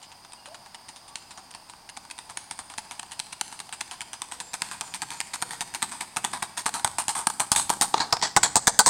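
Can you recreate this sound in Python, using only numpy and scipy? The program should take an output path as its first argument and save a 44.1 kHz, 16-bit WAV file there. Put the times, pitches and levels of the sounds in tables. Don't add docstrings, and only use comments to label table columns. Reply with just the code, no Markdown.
import sys
import numpy as np
from scipy import signal
from scipy.fft import rfft, irfft
from scipy.io import wavfile

SR = 44100
rng = np.random.default_rng(int(sys.argv[2]) if len(sys.argv) > 2 else 0)


def waveform_to_disk(signal):
    frames = np.transpose(np.atleast_2d(signal))
    scaled = np.clip(frames, -1, 1) * 32767
    samples = np.round(scaled).astype(np.int16)
    wavfile.write(sys.argv[1], SR, samples)


N = 392049
BLOW_SAMPLES = 8192
AGE_S = np.arange(BLOW_SAMPLES) / SR
HZ = np.maximum(np.fft.rfftfreq(BLOW_SAMPLES, 1 / SR), 1)

# time_s, level_db, dip_gain_db, thud_re_knock_db, clack_gain_db, notch_gain_db,
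# scatter_send_db
APPROACH = [(0, -45, -3, -14.5, -2.5, 6.5, -9), (2.4, -33.5, -10, -16, 1.5, 1.5, -8.5),
            (3.5, -32, -7.5, -17.5, 0, 5.5, -9), (5.5, -26, -8, -14.5, 5, -1, -8),
            (6.2, -24, -2, -13.5, 5.5, 0.5, -10.5), (7.1, -18.5, -7, -17.5, -0.5, 0, -15),
            (7.7, -16, 0, -12.5, -7.5, 1.5, -13.5), (8.0, -15, 3.5, -13.5, 2.5, -3.5, -14.5),
            (8.9, -6.5, 6.5, -14, -2, -13.5, -20.5)]


def hooves(light_touch_db=-6.5, fore_weight_db=1, hollow_hz=869.4, sag_hz_per_db=8, pitch_spread=0.031):
    # hard_touch_s, light_offset_s, strike_db, knock_db, scuff_db, scuff_s
    hoofbeats = [(0.032, -0.015, -7, -13, 2, 0.017), (0.1174, 0.0045, -4, -8, -5, 0.0054),
                 (0.249, -0.01, -6, -4, -10, 0.006), (0.3337, -0.012, 2, -3.5, -8.0, 0.021),
                 (0.4576, 0.0036, -1.0, -0.5, -1.5, 0.011), (0.545, 0.0034, -0.5, -2, -5, 0.008),
                 (0.66, -0.0056, -12, -6, -7, 0.01), (0.746, 0.004, 1.5, -3, -6, 0.006),
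                 (0.8893, -0.0042, -1, -3, -2.5, 0.012), (0.9614, 0.005, -5, -10, -6.5, 0.012),
                 (1.081, -0.0024, -11.5, -15, -6, 0.018), (1.1562, 0.00085, 7.5, -6.5, -2, 0.018),
                 (1.3083, -0.0015, -7, -6, -4, 0.013), (1.3757, 0.002, -6.5, -2.5, -7.0, 0.013),
                 (1.5125, -0.004, -6.5, -13, -19, 0.022), (1.5489, -0.0094, -3.5, -3.5, -7, 0.015),
                 (1.6975, -0.0072, -8.5, -8.5, -8, 0.013), (1.736, -0.0006, -15.0, -8.5, -25.0, 0.011),
                 (1.891, 0.004, -6, -13, -5, 0.0044), (1.9724, -0.0047, -2, -2.5, -13, 0.011),
                 (2.112, -0.011, -3, -9, -2.5, 0.0091), (2.1884, -0.0083, -2, -6.5, -10.0, 0.024),
                 (2.298, -0.0048, -8.5, -5, -7, 0.014), (2.373, -0.0014, 4.0, -5, -5.5, 0.036),
                 (2.5114, -0.00087, 1.5, -4, -6.0, 0.014), (2.5904, -0.00065, -2.0, -3, -4.5, 0.011),
                 (2.7006, -0.0019, -9.5, -9, -9.5, 0.024), (2.7824, -0.0033, 2.0, -1, -2.5, 0.0097),
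                 (2.911, 0.0066, -3.5, -5.5, -7.0, 0.026), (2.996, -0.0018, 0.5, -6.5, -17, 0.021),
                 (3.1186, -0.0069, -6.0, -10, -4, 0.014), (3.1992, -0.006, 6, -6, -12.0, 0.016),
                 (3.3266, -0.0032, -8.5, -8.5, -3, 0.006), (3.4117, 0.002, 8.5, 1.5, -14.0, 0.046),
                 (3.526, -0.0091, -10, -7.5, -8.5, 0.019), (3.6016, -0.01, -2.5, -7.5, -6.5, 0.01),
                 (3.726, 0.004, -2.5, -7, -4, 0.015), (3.811, -0.0034, 3.0, -4, -7, 0.0092),
                 (3.912, 0.00063, -6, -6.5, -5.5, 0.022), (4.0075, 0.0088, -2.0, -9, -4, 0.009),
                 (4.132, 0.007, -3.5, -9, -11.0, 0.015), (4.2188, -0.00011, 0, -4.5, -11, 0.022),
                 (4.321, -0.0061, -4.0, -6, -7, 0.023), (4.402, 0.0042, -3.0, -8.5, -7, 0.011),
                 (4.54, -0.0061, 0, -4.5, -3, 0.01), (4.6199, -0.00043, 5, -2, -7.0, 0.046),
                 (4.7133, 0.005, -6.0, -5.5, -5.5, 0.027), (4.81, 0.005, 0, -4.5, -12.5, 0.074),
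                 (4.9394, 0.0048, -5, -7, -3.0, 0.012), (5.019, 0.0036, -1.5, -3.5, -5, 0.01),
                 (5.105, 0.011, -6.5, -7, -6.5, 0.042), (5.2033, 0.0085, 2, -10, -19, 0.014),
                 (5.3378, -0.0031, -5.5, -8, -2.5, 0.012), (5.4235, -0.0056, 0.0, -2, -1.5, 0.0059),
                 (5.508, 0.0012, -7.5, -10, -7.0, 0.031), (5.608, 0.0055, -1.5, -5.5, -5, 0.0089),
                 (5.748, -0.0086, -5.5, -7, -4.5, 0.013), (5.8266, -0.0052, 3, -1, -2.5, 0.014),
                 (5.919, -0.004, -12.5, -9.5, -8.0, 0.036), (6.0096, -0.0023, -5.5, -7.5, -7, 0.017),
                 (6.1687, -0.0062, -1, -2, -3.5, 0.011), (6.2481, -0.0053, 1.0, -1.5, -7.5, 0.018),
                 (6.3343, -0.0024, -10, -4, -7, 0.021), (6.4268, -0.003, -5.0, -4, -8.0, 0.016),
                 (6.5743, -0.0048, -13, -9, -4.0, 0.022), (6.663, -0.0044, -2.5, -1, -4.5, 0.011),
                 (6.74, 0.0011, -10, -5.5, -6, 0.031), (6.846, 0.0013, 1.5, 0.5, -10.5, 0.02),
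                 (6.9845, -0.00093, -7.0, -4.5, -3.5, 0.021), (7.082, 0.0094, -4, -6, -5.0, 0.025),
                 (7.153, -0.0018, -15, -6.5, -5.5, 0.04), (7.2707, -0.001, 2.5, -1.5, -13, 0.03),
                 (7.4023, -0.0044, -3.5, -4.5, -6.0, 0.02), (7.5177, -0.00078, 2, -3.5, -4, 0.013),
                 (7.562, -0.0016, -2, -7, 0.0, 0.034), (7.701, -0.0065, -4.0, -2, -10.5, 0.024),
                 (7.812, 0.008, -1, -4, -1.5, 0.019), (7.9421, -0.0021, -8, 2, -15, 0.06),
                 (8.002, -0.0078, -15.5, -5.5, -6.0, 0.021), (8.1278, -0.0025, -1.5, -4, -10, 0.014),
                 (8.2272, -0.012, -14, -7.5, -5, 0.031), (8.3643, 0.006, 1, 1.5, -8.0, 0.009),
                 (8.4335, -0.0026, -3.5, -8.5, -4.5, 0.021), (8.5566, 0.0093, -1.5, -4.5, -6.5, 0.012),
                 (8.6772, -0.0064, 1.0, -5, -7.0, 0.011), (8.79, 0.0023, 4.5, -2.5, -3.0, 0.011),
                 (8.8614, 0.0064, -5.5, -7, -4.5, 0.021)]
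    # freq_hz, gain_db
    thud_curve = [(25, -20), (70, -8), (140, -1), (250, 1.5), (350, 2.5), (480, 0.5), (900, -26),
                  (3000, -64.5)]
    out = np.zeros(N)
    for step, (time_s, light_s, strike_db, knock_db, scuff_db, scuff_s) in enumerate(hoofbeats):
        level_db, dip_db, weight_db, *_ = along(APPROACH, time_s)
        lag_s = abs(light_s)
        toe_db, heel_db = (0, light_touch_db) if light_s > 0 else (light_touch_db, 0)
        toe = from_db(toe_db) * contact(0, crush_s=0.0016)
        heel = from_db(heel_db) * contact(lag_s, crush_s=0.0017)
        scuff = slide(.5 * lag_s + .003, scuff_s) + gravel(scuff_s)

        shoe_db = shoe_colour(time_s)
        crack = sized(tint(toe + heel, shoe_db), strike_db)
        grit_colour_db = shoe_db - 2 * bump(1730, 0.63) + 2 * bump(12000, 1.0)
        grit = sized(tint(scuff, grit_colour_db), scuff_db)

        blow = from_db(strike_db) * (from_db(-3.5) * toe + heel)
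        drag = from_db(scuff_db) * scuff
        pitch_hz = hollow_hz - sag_hz_per_db * knock_db
        pitch_hz *= 1 + pitch_spread * rng.standard_normal()
        clop = knock(blow + from_db(-1.5) * drag, time_s, pitch_hz, knock_db)

        thud_db = knock_db + weight_db + (fore_weight_db if step % 2 else 0)
        road_db = spectrum(thud_curve) + dip_db * bump(492, 0.24)
        thud = sized(tint(blow + from_db(-5) * drag, road_db), thud_db)
        add(out, time_s + min(light_s, 0), from_db(level_db) * (crack + grit + clop + thud))
    return out


def contact(delay_s, crush_s, spike=3.6):
    age_s = np.maximum(AGE_S - delay_s, 0)
    force = rng.standard_normal(BLOW_SAMPLES) * (AGE_S >= delay_s) * np.exp(-(age_s / crush_s) ** 0.84)
    force[int((delay_s + .0004) * SR)] += spike
    return sized(force, 0)


def shoe_colour(time_s, modes_db=6.5):
    # freq_hz, gain_db
    crack_curve = [(500, -17.5), (1100, -2), (1550, 5.5), (2100, 3), (2900, 1.5), (4100, 4), (5500, -0.5),
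                   (6900, 2.5), (9600, -3), (11000, -4.5), (13000, -12.5), (15500, -22.5)]
    # time_s, peak_hz, peak_db, top_db
    sheen = [(0, 9400, 10, -20), (2.4, 9200, 13, -8), (5.5, 8630, 8, -1.5), (7.3, 8780, 15, -0.5),
             (7.82, 8270, 10.5, 1.5), (7.94, 3700, 7, -28), (8.125, 5070, 11, -13), (8.22, 4640, 3, -23),
             (8.36, 7840, 10, -14), (8.9, 8280, 10, -13.5)]
    *_, clack_db, notch_db, _ = along(APPROACH, time_s)
    peak_hz, peak_db, top_db = along(sheen, time_s)
    modes = sum(rng.uniform(-1, 1) * bump(hz * rng.uniform(.93, 1.07), .045)
                for hz in np.geomspace(1600, 9500, 10))
    steel_db = clack_db * bump(1780, 0.53) + peak_db * bump(peak_hz, 0.13) + modes_db * modes
    return spectrum(crack_curve) + steel_db + notch_db * bump(2790, 0.29) + top_db * bump(13630, 0.38)


def knock(force, time_s, pitch_hz, level_db, ring_db=8.0, overtone_ratio=1.76, overtone_db=5.5):
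    # freq_hz, gain_db
    hoof_curve = [(300, -27.5), (470, -9), (570, -19), (700, -1), (900, 0), (1200, 2), (1700, -10.5),
                  (4000, -59.5)]
    _, dip_db, *_ = along(APPROACH, time_s)
    hollow_db = ring_db * bump(pitch_hz, 0.11) + overtone_db * bump(overtone_ratio * pitch_hz, 0.019)
    return sized(tint(force, spectrum(hoof_curve) + hollow_db + dip_db * bump(554, 0.19)), level_db)


def slide(delay_s, length_s, grain_db=4.0, slip_db=2.0, patchy_db=1.0):
    # low_hz, high_hz
    grit_bands = [(60, 1400), (1400, 3000), (3000, 5000), (5000, 7500), (7500, 10000), (10000, 17000)]
    shared_db = slip_db * slips(450)
    grains = rng.standard_normal((2, BLOW_SAMPLES))
    grains *= from_db(grain_db * np.clip(rng.standard_normal(grains.shape), -3, 3))
    grind = sum(bandpass(grains[k % 2] * from_db(shared_db + patchy_db * slips(350)), *edges_hz)
                for k, edges_hz in enumerate(grit_bands))
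    age_s = np.maximum(AGE_S - delay_s, 0)
    envelope = (AGE_S >= delay_s) * np.exp(-.7 * (age_s / max(length_s, .003)) ** 1.39)
    return sized(grind * envelope, 0)


def slips(rate_hz):
    count = int(AGE_S[-1] * rate_hz) + 2
    return np.interp(AGE_S * rate_hz, np.arange(count), np.clip(rng.standard_normal(count), -2, 2))


def gravel(scuff_s, stones_per_s=220, spread_db=4.5, linger=0.83, level_db=-8):
    hits = rng.random(BLOW_SAMPLES) < stones_per_s / SR
    ticks = hits * from_db(spread_db * np.clip(rng.standard_normal(BLOW_SAMPLES), -2, 2))
    progress = AGE_S / (linger * max(scuff_s, .006))
    return sized(ticks * progress * np.exp(-1.4 * progress), level_db)


def taps(hollow_hz=845, knock_re_crack_db=0.5):
    # start_s, level_db
    touches = [(2.0509, -49), (2.7381, -45), (3.0301, -41), (3.6915, -45), (5.3581, -38), (5.5329, -39.5),
               (6.6909, -33), (6.7961, -38), (6.8756, -31.5), (7.0119, -42), (7.1907, -33), (7.2999, -30),
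               (7.5502, -32.5), (7.597, -29), (7.7358, -36), (7.979, -30), (8.1071, -47), (8.1678, -33),
               (8.2515, -30), (8.4598, -29.5), (8.8122, -35)]
    out = np.zeros(N)
    for start_s, level_db in touches:
        force = contact(0, crush_s=0.0029)
        crack = sized(tint(force, shoe_colour(start_s)), level_db)
        add(out, start_s, crack + knock(force, start_s, hollow_hz, level_db + knock_re_crack_db))
    return out


def surroundings(x, echo_s=0.068, echo_db=-9):
    # freq_hz, gain_db
    scatter_curve = [(100, 9.5), (450, 0.5), (850, -4.5), (1600, -3.5), (4000, -3), (8500, -3), (14000, -1)]
    *_, send_db = along(APPROACH, np.arange(N) / SR)
    sent = x * from_db(send_db)
    out = trees(sent)
    add(out, echo_s, from_db(echo_db) * sent)
    return tint(out, spectrum(scatter_curve))


def trees(x, t60_s=1.0, build_s=0.0089):
    age_s = np.arange(SR) / SR
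    tail = rng.standard_normal(SR) * from_db(-60 * age_s / t60_s) * (1 - np.exp(-age_s / build_s))
    return signal.fftconvolve(x, tail / np.sqrt(np.sum(tail ** 2)))[:N]


def birds(waver_hz=22, flutter_db=3):
    # start_s, length_s, start_hz, end_hz, level_db
    notes = [(.465, .085, 560, 710, -51), (4.25, .26, 500, 490, -65), (5.36, .22, 497, 490, -63),
             (.35, .12, 2880, 2760, -65), (1.07, .08, 1130, 1150, -58), (4.41, .13, 7420, 7300, -54),
             (4.8, .15, 6950, 6920, -57), (4.82, .12, 7240, 7210, -58), (5.11, .15, 6880, 6960, -57),
             (5.12, .2, 7280, 7130, -57)]
    out = np.zeros(N)
    for start_s, length_s, start_hz, end_hz, level_db in notes:
        n = int(length_s * SR)
        pitch_hz = np.linspace(start_hz, end_hz, n) + waver_hz * drift(200)[:n]
        swell = signal.windows.tukey(n, .5) * from_db(flutter_db * drift(70)[:n])
        tone = np.sin(2 * np.pi * np.cumsum(pitch_hz) / SR)
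        add(out, start_s, from_db(level_db) * rms_one(swell * tone))
    return out


def insects(throb_db=.9):
    # centre_hz, width_hz, level_db
    chorus = [(4810, 590, -59), (4990, 38, -62.5), (8870, 1500, -62)]
    out = np.zeros(N)
    for centre_hz, width_hz, level_db in chorus:
        gain = from_db(level_db + throb_db * drift(40))
        hiss = bandpass(rng.standard_normal(N), centre_hz - width_hz / 2, centre_hz + width_hz / 2)
        out += gain * rms_one(hiss)
    return out


def air(level_db=-53, waver_db=.4):
    # freq_hz, gain_db
    air_curve = [(25, -6), (80, 2.5), (170, 1.5), (330, -2), (500, -6), (690, 3.5), (880, 9), (1300, -2.5),
                 (1900, -6), (3000, -8), (6800, -10), (9000, -40), (11000, -17.5), (15500, -21)]
    gain = from_db(level_db + waver_db * drift(18))
    return gain * rms_one(tint(rng.standard_normal(N), spectrum(air_curve)))


def from_db(db):
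    return 10 ** (np.asarray(db) / 20)


def rms_one(x):
    return x / np.sqrt(np.mean(x ** 2) + 1e-20)


def sized(x, level_db):
    return from_db(level_db) * x * np.sqrt(.01 * SR / (np.sum(x ** 2) + 1e-20))


def along(curve, time_s):
    times_s, *columns = np.transpose(curve)
    return [np.interp(time_s, times_s, column) for column in columns]


def spectrum(points):
    freq_hz, gain_db = np.transpose(points)
    return np.interp(np.log(HZ), np.log(freq_hz), gain_db)


def bump(centre_hz, width_oct):
    return np.exp(-.5 * (np.log2(HZ / centre_hz) / width_oct) ** 2)


def tint(x, gain_db):
    cepstrum = irfft(np.log(from_db(gain_db)))
    cepstrum[1:BLOW_SAMPLES // 2] *= 2
    cepstrum[BLOW_SAMPLES // 2 + 1:] = 0
    return signal.fftconvolve(x, irfft(np.exp(rfft(cepstrum))))[:len(x)]


def bandpass(x, low_hz, high_hz):
    return signal.sosfilt(signal.butter(2, [low_hz, high_hz], "band", fs=SR, output="sos"), x)


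def drift(rate_hz):
    knots = rng.standard_normal(int(N / SR * rate_hz) + 2)
    return rms_one(np.interp(np.arange(N) / SR * rate_hz, np.arange(len(knots)), knots))


def add(out, start_s, x):
    at = max(round(start_s * SR), 0)
    out[at:at + len(x)] += x[:max(N - at, 0)]


def scene(bird_wet_db=-6):
    horse = hooves() + taps()
    calls = birds()
    mix = horse + surroundings(horse) + air() + insects() + calls + from_db(bird_wet_db) * trees(calls)
    return mix[None]


def record(dry, ceiling=0.51, asymmetry=0.072, cutoff_hz=16000):
    limit = ceiling * (1 + asymmetry * np.sign(dry))
    rounded = dry / (1 + (dry / limit) ** 4) ** (1 / 4)
    return signal.sosfilt(signal.ellip(10, .2, 70, cutoff_hz, fs=SR, output="sos"), rounded)


dry = scene()
out = record(dry)
waveform_to_disk(out)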